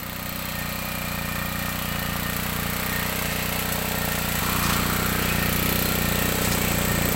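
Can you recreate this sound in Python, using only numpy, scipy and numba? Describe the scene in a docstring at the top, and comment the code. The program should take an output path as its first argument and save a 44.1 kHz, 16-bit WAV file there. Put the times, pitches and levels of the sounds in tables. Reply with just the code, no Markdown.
"""Petrol tiller in a garden plot

A small four-stroke tiller digs through soil and works its way closer; one cycle count drives all engine sounds.
Each cycle gives gas puffs, exhaust bark, intake gulp and bright valve tick; casing, guard plate and cover ring.
Tines scrape and crumble the soil (filtered grains); each bite slows the engine. Twice the machine
thumps onto the ground (decaying sines). Faint low noise is the open air."""
import sys
import numpy as np
from scipy import signal
from scipy.fft import rfft, irfft, next_fast_len
from scipy.io import wavfile
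from scipy.ndimage import uniform_filter1d
from numba import njit

SR = 44100
rng = np.random.default_rng(int(sys.argv[2]) if len(sys.argv) > 2 else 0)


def dump(signal):
    """Clip the signal to [-1, 1] and save it as 16-bit WAV at the path in sys.argv[1]."""
    limited = np.clip(np.atleast_2d(signal).T, -1, 1)
    pcm = np.round(limited * 32767).astype(np.int16)
    wavfile.write(sys.argv[1], SR, pcm)


N = 315315
TIME = np.arange(N) / SR
# valve openings, in cycles
EXHAUST_AT, INTAKE_AT = .02, .274


def from_db(db):
    """Decibels to gain."""
    return 10 ** (np.asarray(db) / 20)


def rms_one(x):
    """Scale to unit rms."""
    return x / np.sqrt(np.mean(x ** 2) + 1e-20)


def in_time(rows):
    """Interpolate each column over time; the first column is seconds."""
    s, *columns = np.transpose(rows)
    return [np.interp(TIME, s, c) for c in columns]


def drift(per_s):
    """Random wander with a spread of about 1, per_s new points a second."""
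    return np.interp(TIME * per_s, np.arange(200), rng.standard_normal(size=200))


def swell(at_s, half_length_s):
    """Gaussian rise and fall around a moment."""
    return np.exp(-((TIME - at_s) / half_length_s) ** 2)


def colour(x, spectrum):
    """Shape a sound with a smooth spectrum; rms 1."""
    hz, db = np.transpose(spectrum)
    size = next_fast_len(N + 4096)
    bins_hz = np.maximum(np.fft.rfftfreq(size, 1 / SR), 1)
    gain = from_db(np.interp(np.log(bins_hz), np.log(hz), db))
    return rms_one(irfft(rfft(x, size) * gain, size)[:N])


def resonate(x, hz, width_hz):
    """Two-pole resonance with gain 1 at its top."""
    r = np.exp(-np.pi * width_hz / SR)
    zeros = np.array([1, 0, -1]) * (1 - r * r) / 2
    poles = [1, -2 * r * np.cos(2 * np.pi * hz / SR), r * r]
    return signal.lfilter(zeros, poles, x + 1e-18)


@njit
def moving_resonance(x, hz, width_hz):
    """Two-pole resonance with gain 1 at its top, whose centre follows a curve."""
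    r = np.exp(-np.pi * width_hz / SR)
    y = np.zeros(len(x))
    for i in range(2, len(x)):
        drive = (1 - r * r) / 2 * (x[i] - x[i - 2])
        y[i] = drive + 2 * r * np.cos(2 * np.pi * hz[i] / SR) * y[i - 1] - r * r * y[i - 2] + 1e-18
    return y


def grains(per_s, spread_db):
    """Random tiny impacts of uneven size and either sign; rms 1."""
    sizes = from_db(spread_db * np.minimum(rng.exponential(1, N), 4))
    hits = rng.random(N) < per_s / SR
    return rms_one(hits * sizes * rng.choice([-1, 1], N))


def each_cycle(turn, spread_db):
    """A new random gain for every engine cycle."""
    return from_db(spread_db * rng.standard_normal(size=400))[np.floor(turn).astype(int)]


def knock(cycle, at, spread_db):
    """One click per cycle, at a point given in cycles."""
    turn = cycle - at
    clicks = np.diff(np.floor(turn), prepend=np.floor(turn[0]))
    return clicks * each_cycle(turn, spread_db)


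def burst(cycle, at, rise, decay, spread_db):
    """Envelope that rises fast once per cycle and dies away (times in cycles)."""
    age = (cycle - at) % 1
    return (1 - np.exp(-age / rise)) * np.exp(-age / decay) * each_cycle(cycle - at, spread_db)


def engine_sag():
    """Firings per second lost as the tines bite and drag the engine down."""
    # Each row: centre in seconds, half length in seconds, firings per second lost.
    bites = [(0.079, 0.101, 1.312), (0.291, 0.091, 1.651), (0.619, 0.146, 2.747), (1.048, 0.154, 1.846),
             (1.223, 0.089, 2.264), (1.391, 0.09, 2.0), (1.616, 0.184, 1.94), (1.935, 0.091, 2.975),
             (2.096, 0.081, 2.581), (2.293, 0.143, 2.103), (2.632, 0.137, 2.685), (2.986, 0.103, 2.362),
             (3.282, 0.069, 3.301), (3.49, 0.113, 2.128), (3.732, 0.069, 2.319), (4.04, 0.149, 1.994),
             (4.328, 0.205, 1.859), (4.671, 0.105, 2.889), (4.86, 0.094, 1.414), (5.084, 0.138, 1.375),
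             (5.36, 0.105, 2.629), (5.538, 0.09, 1.77), (5.762, 0.16, 1.404), (6.077, 0.109, 2.77),
             (6.259, 0.074, 1.593), (6.514, 0.079, 2.371), (6.733, 0.084, 2.823), (6.979, 0.124, 3.067)]
    return sum(lost * swell(s, half_s) for s, half_s, lost in bites)


def engine_cycle(sag):
    """Running count of engine cycles, one firing each; one firing comes late."""
    free_firings_per_s, first_firing_cycles = 31.8, .709
    # Late firing: start in seconds, length in seconds, cycles lost.
    stumble = (4.39, .025, .28)
    s, length_s, lost = stumble
    late = lost * np.clip((TIME - s) / length_s, 0, 1)
    return np.cumsum(free_firings_per_s - sag) / SR - first_firing_cycles - late


def puffs(cycle, spread_db):
    """A slug of gas radiates the slope of its flow: one push and one pull."""
    # Gas slugs of one cycle. Each row: start in cycles, length in cycles, front steepness exponent,
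    # relative strength (negative sucks).
    slugs = [(.007, .172, .8, .95), (.223, .2, .97, -.43), (.568, .148, 1.02, .35)]
    out = 0
    for start, length, steep, strength in slugs:
        progress = np.minimum((cycle - start) % 1 / length, 1)
        slope = np.sin(2 * np.pi * progress ** steep)
        out = out + strength * slope * each_cycle(cycle - start, spread_db)
    return rms_one(out)


def bark(cycle):
    """The exhaust valve cracks open with a short, dry bark; burning gas spits in its wake."""
    # Each row: time in seconds, level in dB.
    level = [(0, -51.5), (1, -43), (3.15, -43), (4.1, -38), (4.75, -44), (5.5, -39.5), (7.15, -41)]
    bark_hz, pass_width_hz, spit_gain = 573, 680, .012
    bark_db, = in_time(level)
    spit = grains(per_s=3000, spread_db=2.0) * burst(cycle, EXHAUST_AT, .005, .07, spread_db=3.0)
    crack = knock(cycle, EXHAUST_AT, spread_db=2.5) + spit_gain * spit
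    for _ in range(2):
        crack = resonate(crack, bark_hz, pass_width_hz)
    return from_db(bark_db) * rms_one(crack)


def drumming(cycle):
    """Both gas strokes drum on two close resonances of the machine's body."""
    # Each row: time in seconds, level in dB.
    level = [(0, -56), (1.9, -48), (2.4, -42.5), (3.2, -41.5), (4.1, -39), (4.5, -46), (5.2, -41),
             (7.15, -38)]
    drum_db, = in_time(level)
    kick = 0.19 * knock(cycle, INTAKE_AT, spread_db=-0.5) + knock(cycle, EXHAUST_AT, spread_db=0.5)
    return from_db(drum_db) * rms_one(resonate(resonate(kick, 432, 106), 442.7, 37))


def air_box(cycle, rough):
    """The intake gulp, a click with some turbulence, sets the air box booming briefly."""
    # Each row: time in seconds, level in dB, centre in Hz.
    boom = [(0, -44, 550), (1, -39, 580), (1.8, -47.5, 543), (3.15, -42.5, 494), (4.1, -44, 470),
            (4.75, -38, 390), (5.5, -36, 380), (7.15, -35, 423)]
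    pass_width_hz = 366.0
    box_db, box_hz = in_time(boom)
    rush = rng.standard_normal(N) * burst(cycle, INTAKE_AT, 0.022, 0.2, spread_db=1.5)
    gulp = knock(cycle, INTAKE_AT, spread_db=1.2) + rough * rush
    for _ in range(2):
        gulp = moving_resonance(gulp, box_hz, pass_width_hz)
    return -from_db(box_db) * rms_one(gulp)


def silencer(cycle, rough):
    """Each valve opening kicks the pipe resonances and sends a little turbulence through them."""
    # Each row: time in seconds, main note in dB, main note in Hz, upper resonances in dB.
    ringing = [(0, -41.5, 536, -51), (1.3, -40, 539, -48), (2.7, -40.5, 535, -42), (3.05, -38, 553, -41),
               (3.5, -38.5, 557, -41), (4.1, -37, 540, -42), (4.75, -42.5, 535, -49),
               (5.5, -37.5, 551, -59), (7.15, -34.5, 568, -48)]
    # Upper resonances. Each row: centre in Hz, width in Hz, drive in dB from exhaust, from intake.
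    pipes = [(630, 27, -5, 8.5), (774, 37, -19, 2.5), (917, 56, -20, -2), (1580, 39, 2, 0)]
    note_width_hz = 52.0
    note_db, note_hz, upper_db = in_time(ringing)
    exhaust_rush = rng.standard_normal(N) * burst(cycle, EXHAUST_AT, 0.008, 0.15, spread_db=6.0)
    exhaust = knock(cycle, EXHAUST_AT, spread_db=4.5) + rough * exhaust_rush
    intake_rush = rng.standard_normal(N) * burst(cycle, INTAKE_AT, 0.03, 0.11, spread_db=2.5)
    intake = knock(cycle, INTAKE_AT, spread_db=1.0) + rough * intake_rush
    note = moving_resonance(intake, note_hz, note_width_hz)
    upper = 0
    for hz, width_hz, exhaust_db, intake_db in pipes:
        drive = from_db(exhaust_db) * exhaust + from_db(intake_db) * intake
        upper = upper + resonate(drive, hz, width_hz)
    return from_db(note_db) * rms_one(note) + from_db(upper_db) * rms_one(upper)


def gas_flow(cycle, sag, near_db):
    """Puffs grow with nearness and engine sag; the other gas sounds follow their own level curves."""
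    mean_puff_db, puff_db_per_sag = -29.5, 0.82
    puff_db = mean_puff_db + near_db + puff_db_per_sag * (sag - sag.mean())
    out = from_db(puff_db) * puffs(cycle, spread_db=.4)
    return out + bark(cycle) + drumming(cycle) + air_box(cycle, rough=0.015) + silencer(cycle, rough=0.024)


def casing(cycle):
    """Piston and valve train knock on the casing, the gears rattle and the cooling fan whirrs."""
    # Blows in one cycle. Each row: point in cycles, relative level in dB.
    blows = [(.01, -2), (0.246, 1.5), (.305, -0.5), (0.421, -0.5), (0.5, -4), (.72, -2), (.86, 0)]
    # Casing modes. Each row: centre in Hz, width in Hz, relative level in dB.
    modes = [(1334, 79, -1.5), (1560, 23, -30), (1971, 96, 2), (2140, 80, 1.5), (2500, 53, 6.5),
             (2656, 88, 3), (2886, 51, 2), (3165, 67, 0), (3477, 56, -0.5), (3830, 57, -0.5),
             (4150, 33, 3.5), (4350, 27, -11)]
    # Fan spectrum. 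Each row: frequency in Hz, density in dB per Hz.
    whirr_spectrum = [(300, -8), (430, -22), (560, -4), (750, -2.5), (1100, -4), (1600, -1.5), (2700, -0.5),
                      (3400, -4), (4400, -2.5), (5200, -11), (7000, -16.5), (7900, -15), (9200, -14),
                      (16000, -7)]
    mode_drift_db = 4.5  # casing modes swell and fade slowly, each at random
    knocks = rms_one(sum(from_db(db) * knock(cycle, at, spread_db=1.5) for at, db in blows))
    rattle = burst(cycle, 0.28, .02, 0.19, spread_db=2.0)
    shake = knocks + rng.standard_normal(N) * (0.94 + rattle)
    rings = 0
    for hz, width_hz, db in modes:
        rings = rings + from_db(db + mode_drift_db * drift(per_s=2.05)) * resonate(shake, hz, width_hz)
    surge = burst(cycle, 0.19, .02, 0.14, spread_db=4.0)
    whirr = colour(rng.standard_normal(N) * (1.5 + .5 * surge), whirr_spectrum)
    return from_db(-2.5) * rms_one(rings) + from_db(3.0) * whirr


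def sizzle(cycle):
    """A bright rush of grains follows each tick and fades through the cycle."""
    # Each row: frequency in Hz, density in dB per Hz.
    spectrum = [(450, -40), (1500, 4), (3500, -11), (5500, -1.5), (7800, 1.5), (9500, -1), (11000, 4.5),
                (12400, 4), (13500, 7.5), (14800, -1), (16000, 5)]
    envelope = burst(cycle, 0.234, 0.019, 0.46, spread_db=2.0) + 0.11
    return colour(grains(per_s=27000, spread_db=-3.0) * envelope, spectrum)


def valve_tick(cycle):
    """The valve lands with a sharp tick, bounces once and rings its thin cover."""
    # Tick spectrum. Each row: frequency in Hz, density in dB per Hz.
    spectrum = [(450, -35), (1500, -3.5), (3500, 5.5), (5500, -45), (7800, 1.5), (9500, -28), (11300, -28),
                (12400, 11.5), (13500, 4.5), (14800, 11.5), (16000, -11)]
    # Cover modes. Each row: centre in Hz, width in Hz, relative level in dB.
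    modes = [(12100, 90, -5), (13700, 53, -15), (14700, 560, 7), (14700, 140, 0)]
    ring_db, mode_drift_db = -17, 2
    landing = burst(cycle, .245, .004, 0.085, spread_db=0.8)
    bounce = .5 * burst(cycle, 0.345, .005, .035, spread_db=2.0)
    contact = landing + bounce
    strike = rng.standard_normal(N) * contact
    rings = 0
    for hz, width_hz, db in modes:
        rings = rings + from_db(db + mode_drift_db * drift(per_s=2.14)) * resonate(strike, hz, width_hz)
    return colour(rng.standard_normal(N), spectrum) * contact + from_db(ring_db) * rms_one(rings)


def mechanics(cycle, sag):
    """The tick softens when the engine is dragged down, the sizzle a little; clatter hardly changes."""
    # Clatter. Each row: time in seconds, level in dB.
    clatter_level = [(0, -43), (.5, -39), (1.8, -38), (3, -35), (3.35, -35), (3.75, -35), (4.2, -34.5),
                     (4.7, -33), (5.3, -34), (5.7, -32.5), (6.1, -34), (6.65, -34.5), (7.15, -35.5)]
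    # Tick with the engine running free. Each row: time in seconds, level in dB.
    tick_level = [(0, -28.5), (1.0, -28), (1.6, -27), (2.1, -26.5), (2.6, -26.5), (3.4, -25.5), (3.8, -25),
                  (4.2, -26), (4.5, -22.5), (4.75, -26), (5.2, -25), (5.5, -23), (5.65, -19), (5.98, -21),
                  (6.2, -20.5), (6.4, -25), (7.15, -20)]
    clatter_db_per_sag, casing_over_clatter_db, sizzle_over_clatter_db = -0.05, -0.1, 1.5
    # beyond this sag, in firings per second lost, the valve lands softly
    soft_tick_sag, tick_db_per_sag = 2.5, -7.5
    sizzle_db_per_tick_db = .3
    clatter_db, = in_time(clatter_level)
    tick_db, = in_time(tick_level)
    clatter_db = clatter_db + clatter_db_per_sag * (sag - sag.mean())
    tick_db = tick_db + tick_db_per_sag * np.maximum(sag - soft_tick_sag, 0)
    sizzle_db = clatter_db + sizzle_over_clatter_db + sizzle_db_per_tick_db * (tick_db - tick_db.mean())
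    out = from_db(clatter_db + casing_over_clatter_db) * casing(cycle)
    out += from_db(sizzle_db) * sizzle(cycle)
    return out + from_db(tick_db) * valve_tick(cycle)


def buzzing_ring(cycle, hz, width_hz, at, rough):
    """Clicks once per cycle and rough noise ring on one narrow note, at an even strength."""
    scrub = rng.standard_normal(N) * (0.91 + burst(cycle, at, 0.12, 0.037, spread_db=3.0))
    taps = knock(cycle, at, spread_db=-0.5) + rough * scrub
    note_hz = hz * np.ones(N)
    ring = moving_resonance(taps, note_hz, float(width_hz))
    ring = moving_resonance(ring, note_hz, 2.4 * width_hz)
    return ring / np.sqrt(np.abs(uniform_filter1d(ring ** 2, size=3000)) + 1e-20)


def metal_rings(cycle, sag, near_db):
    """Guard plate rings harder and lower as the engine labours; cover rings high; a lower ring wanders in pitch."""
    # Loud guard buzzes. Each row: centre in seconds, half length in seconds, level in dB.
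    buzzes = [(0.6, 0.044, -43), (1.393, 0.063, -42), (1.644, 0.096, -43), (2.024, 0.023, -43),
              (2.272, 0.046, -42), (2.96, 0.068, -36), (4.07, 0.11, -42), (5.43, 0.06, -39),
              (6.03, 0.037, -41), (6.23, 0.051, -40), (6.906, 0.025, -37)]
    # Cover's high note. Each row: time in seconds, level in dB, note in Hz.
    cover_note = [(0, -56, 2390), (.45, -48, 2360), (.9, -39, 2407), (1.65, -42, 2375), (2.1, -47, 2340),
                  (2.9, -45.5, 2340), (3.4, -52, 2360), (4.5, -41.5, 2370), (5, -41, 2320),
                  (7.15, -42, 2361)]
    # Second, lower ring. Each row: time in seconds, level in dB, note in Hz.
    low_note = [(0, -47, 1235), (.9, -43.5, 1248), (2.9, -44, 1200), (3.4, -45, 1293), (4.1, -40, 1377),
                (5.1, -42, 1370), (5.55, -40, 1267), (5.95, -37.5, 1375), (6.25, -42, 1298),
                (7.15, -44, 1366)]
    guard_db, guard_db_per_near_db, guard_db_per_sag = -48.5, 0.55, 3
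    free_guard_hz, guard_hz_per_sag, guard_wander_hz = 1859, -11, 5
    guard = from_db(guard_db + guard_db_per_near_db * near_db + guard_db_per_sag * sag)
    guard = guard + sum(from_db(db) * swell(s, half_s) for s, half_s, db in buzzes)
    cover_db, cover_hz = in_time(cover_note)
    low_db, low_hz = in_time(low_note)
    cover = from_db(cover_db) * buzzing_ring(cycle, hz=cover_hz, width_hz=58, at=.37, rough=0.018)
    low_ring = from_db(low_db) * buzzing_ring(cycle, hz=low_hz, width_hz=48, at=.3, rough=0.037)
    guard_hz = free_guard_hz + guard_hz_per_sag * sag + guard_wander_hz * drift(per_s=9)
    guard_ring = guard * buzzing_ring(cycle, hz=guard_hz, width_hz=26.0, at=0.25, rough=0.075)
    return guard_ring + cover + low_ring


def rumble():
    """Moving air rumbles faintly: low coloured noise."""
    # Each row: frequency in Hz, density in dB per Hz.
    spectrum = [(20, -8), (60, -34), (100, -6), (160, -20), (300, -8), (800, -30)]
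    return from_db(-47) * colour(rng.standard_normal(N), spectrum)


def scrape():
    """Steel scrapes through earth: a band of grit whose centre moves as the machine pitches and digs in."""
    # Each row: time in seconds, level in dB before a 3 dB cut, centre in Hz.
    course = [(0, -43.5, 1235), (1, -38.5, 1253), (2.7, -35, 1282), (3.4, -39.5, 1153), (3.8, -40, 920),
              (4.25, -45, 853), (4.48, -29.5, 1155), (4.7, -29.5, 1206), (5.15, -29.5, 1436),
              (5.8, -42.5, 1339), (7.15, -43, 1196)]
    scrape_db, scrape_hz = in_time(course)
    lowpass = signal.butter(2, 215, fs=SR, output="sos")
    grit = rms_one(signal.sosfilt(lowpass, grains(per_s=5000, spread_db=3.0)))
    carrier = np.cos(2 * np.pi * np.cumsum(scrape_hz) / SR)
    return from_db(scrape_db - 3.0) * rms_one(grit * carrier)


def crumbs():
    """Crumbling soil rains down as dense, uneven grains."""
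    # Each row: time in seconds, level in dB.
    level = [(0, -44.5), (.6, -40.5), (2.3, -40), (3, -37), (3.8, -36), (4.7, -32), (5.6, -37),
             (6.5, -29.5), (7.15, -30.5)]
    # Each row: frequency in Hz, density in dB per Hz.
    spectrum = [(400, -7), (720, 10.5), (1500, 8.5), (4000, -4), (5400, -3.5), (7000, 1), (7900, 11),
                (8900, -2.5), (10000, -15.5), (16000, 1.5)]
    crumb_db, = in_time(level)
    return from_db(crumb_db) * colour(grains(per_s=14000, spread_db=5.5), spectrum)


def churn():
    """Heavy earth churns dully: sparser grains with a low spectrum."""
    # Each row: time in seconds, level in dB.
    level = [(0, -73), (4.1, -55), (4.6, -41), (4.95, -41), (5.8, -39), (6.2, -40), (7.15, -37.5)]
    # Each row: frequency in Hz, density in dB per Hz.
    spectrum = [(40, -10), (120, -12), (300, 1.5), (500, -9), (1000, -51), (3000, -50)]
    churn_db, = in_time(level)
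    return from_db(churn_db) * colour(grains(per_s=560, spread_db=3.0), spectrum)


def clods():
    """Struck clods and small stones burst in short sprays of band-limited grit."""
    # Each row: start in seconds, decay in seconds, level in dB, centre in Hz.
    strikes = [(3.305, 0.086, -36, 3000), (3.72, 0.017, -27, 11000), (4.35, .012, -39, 13000),
               (4.46, .015, -32, 7000), (4.514, 0.018, -30, 13110), (4.635, 0.049, -27.5, 4500),
               (4.693, 0.024, -23, 1232), (4.729, 0.019, -24.5, 2600), (5.22, 0.18, -32, 2000),
               (6.42, .08, -33.5, 2576), (6.445, 0.071, -30.5, 7800), (6.52, 0.016, -22, 5000)]
    rise_s, width_per_hz = 0.0011, 1.0
    out = 0
    for s, decay_s, db, hz in strikes:
        age_s = np.maximum(TIME - s, 0)
        grit = rms_one(resonate(grains(per_s=7000, spread_db=5.0), hz, width_per_hz * hz))
        envelope = (1 - np.exp(-age_s / rise_s)) * np.exp(-age_s / decay_s)
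        out = out + from_db(db) * envelope * grit
    return out


def tine_rings():
    """Grit rubs a steel tine into a short, rough note as it drags over stones."""
    # Each row: centre in seconds, half length in seconds, level in dB, note in Hz.
    notes = [(4.583, .1, -41, 2450), (5.333, .14, -37, 2540), (6.221, 0.088, -40, 2700),
             (6.642, .07, -34, 2270), (6.678, 0.053, -35, 2630), (7.06, 0.055, -40, 2330)]
    width_hz = 91
    out = 0
    for s, half_s, db, hz in notes:
        rub = resonate(grains(per_s=3800, spread_db=0.0), hz, width_hz)
        out = out + from_db(db) * swell(s, half_s) * rms_one(resonate(rub, hz, 2 * width_hz))
    return out


def tines():
    """All sounds of steel in soil."""
    return scrape() + crumbs() + churn() + clods() + tine_rings()


def thumps():
    """The machine drops heavily onto the ground: dull, quickly damped sines."""
    # Each row: start in seconds, level in dB ahead of the envelope.
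    drops = [(6.473, -21), (6.89, -17)]
    thump_hz, rise_s, decay_s = 112, 0.011, 0.016
    out = 0
    for s, db in drops:
        age_s = np.maximum(TIME - s, 0)
        envelope = (1 - np.exp(-age_s / rise_s)) * np.exp(-age_s / decay_s)
        out = out + from_db(db) * np.sin(2 * np.pi * thump_hz * age_s) * envelope
    return out


def scene():
    """One crankshaft drives every engine sound; soil, ground and air are added."""
    # Approach, as exhaust level; only its swing about the mean is used.
    # Each row: time in seconds, level in dB.
    approach = [(0.05, -37), (0.35, -34.5), (1.0, -33), (1.8, -32), (2.55, -31), (3.2, -31.5), (3.6, -31),
                (4.16, -30.5), (4.72, -27.5), (5.5, -27), (7.15, -27)]
    sag = engine_sag()
    cycle = engine_cycle(sag)
    exhaust_db, = in_time(approach)
    near_db = exhaust_db - exhaust_db.mean()
    engine = gas_flow(cycle, sag, near_db) + mechanics(cycle, sag) + metal_rings(cycle, sag, near_db)
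    return (engine + rumble() + tines() + thumps())[None]


def record(dry):
    """Steep elliptic low-pass at the top of the treble."""
    cutoff_hz = 15900
    return signal.sosfilt(signal.ellip(12, .1, 80, cutoff_hz, fs=SR, output="sos"), dry)


dry = scene()
out = record(dry)
dump(out)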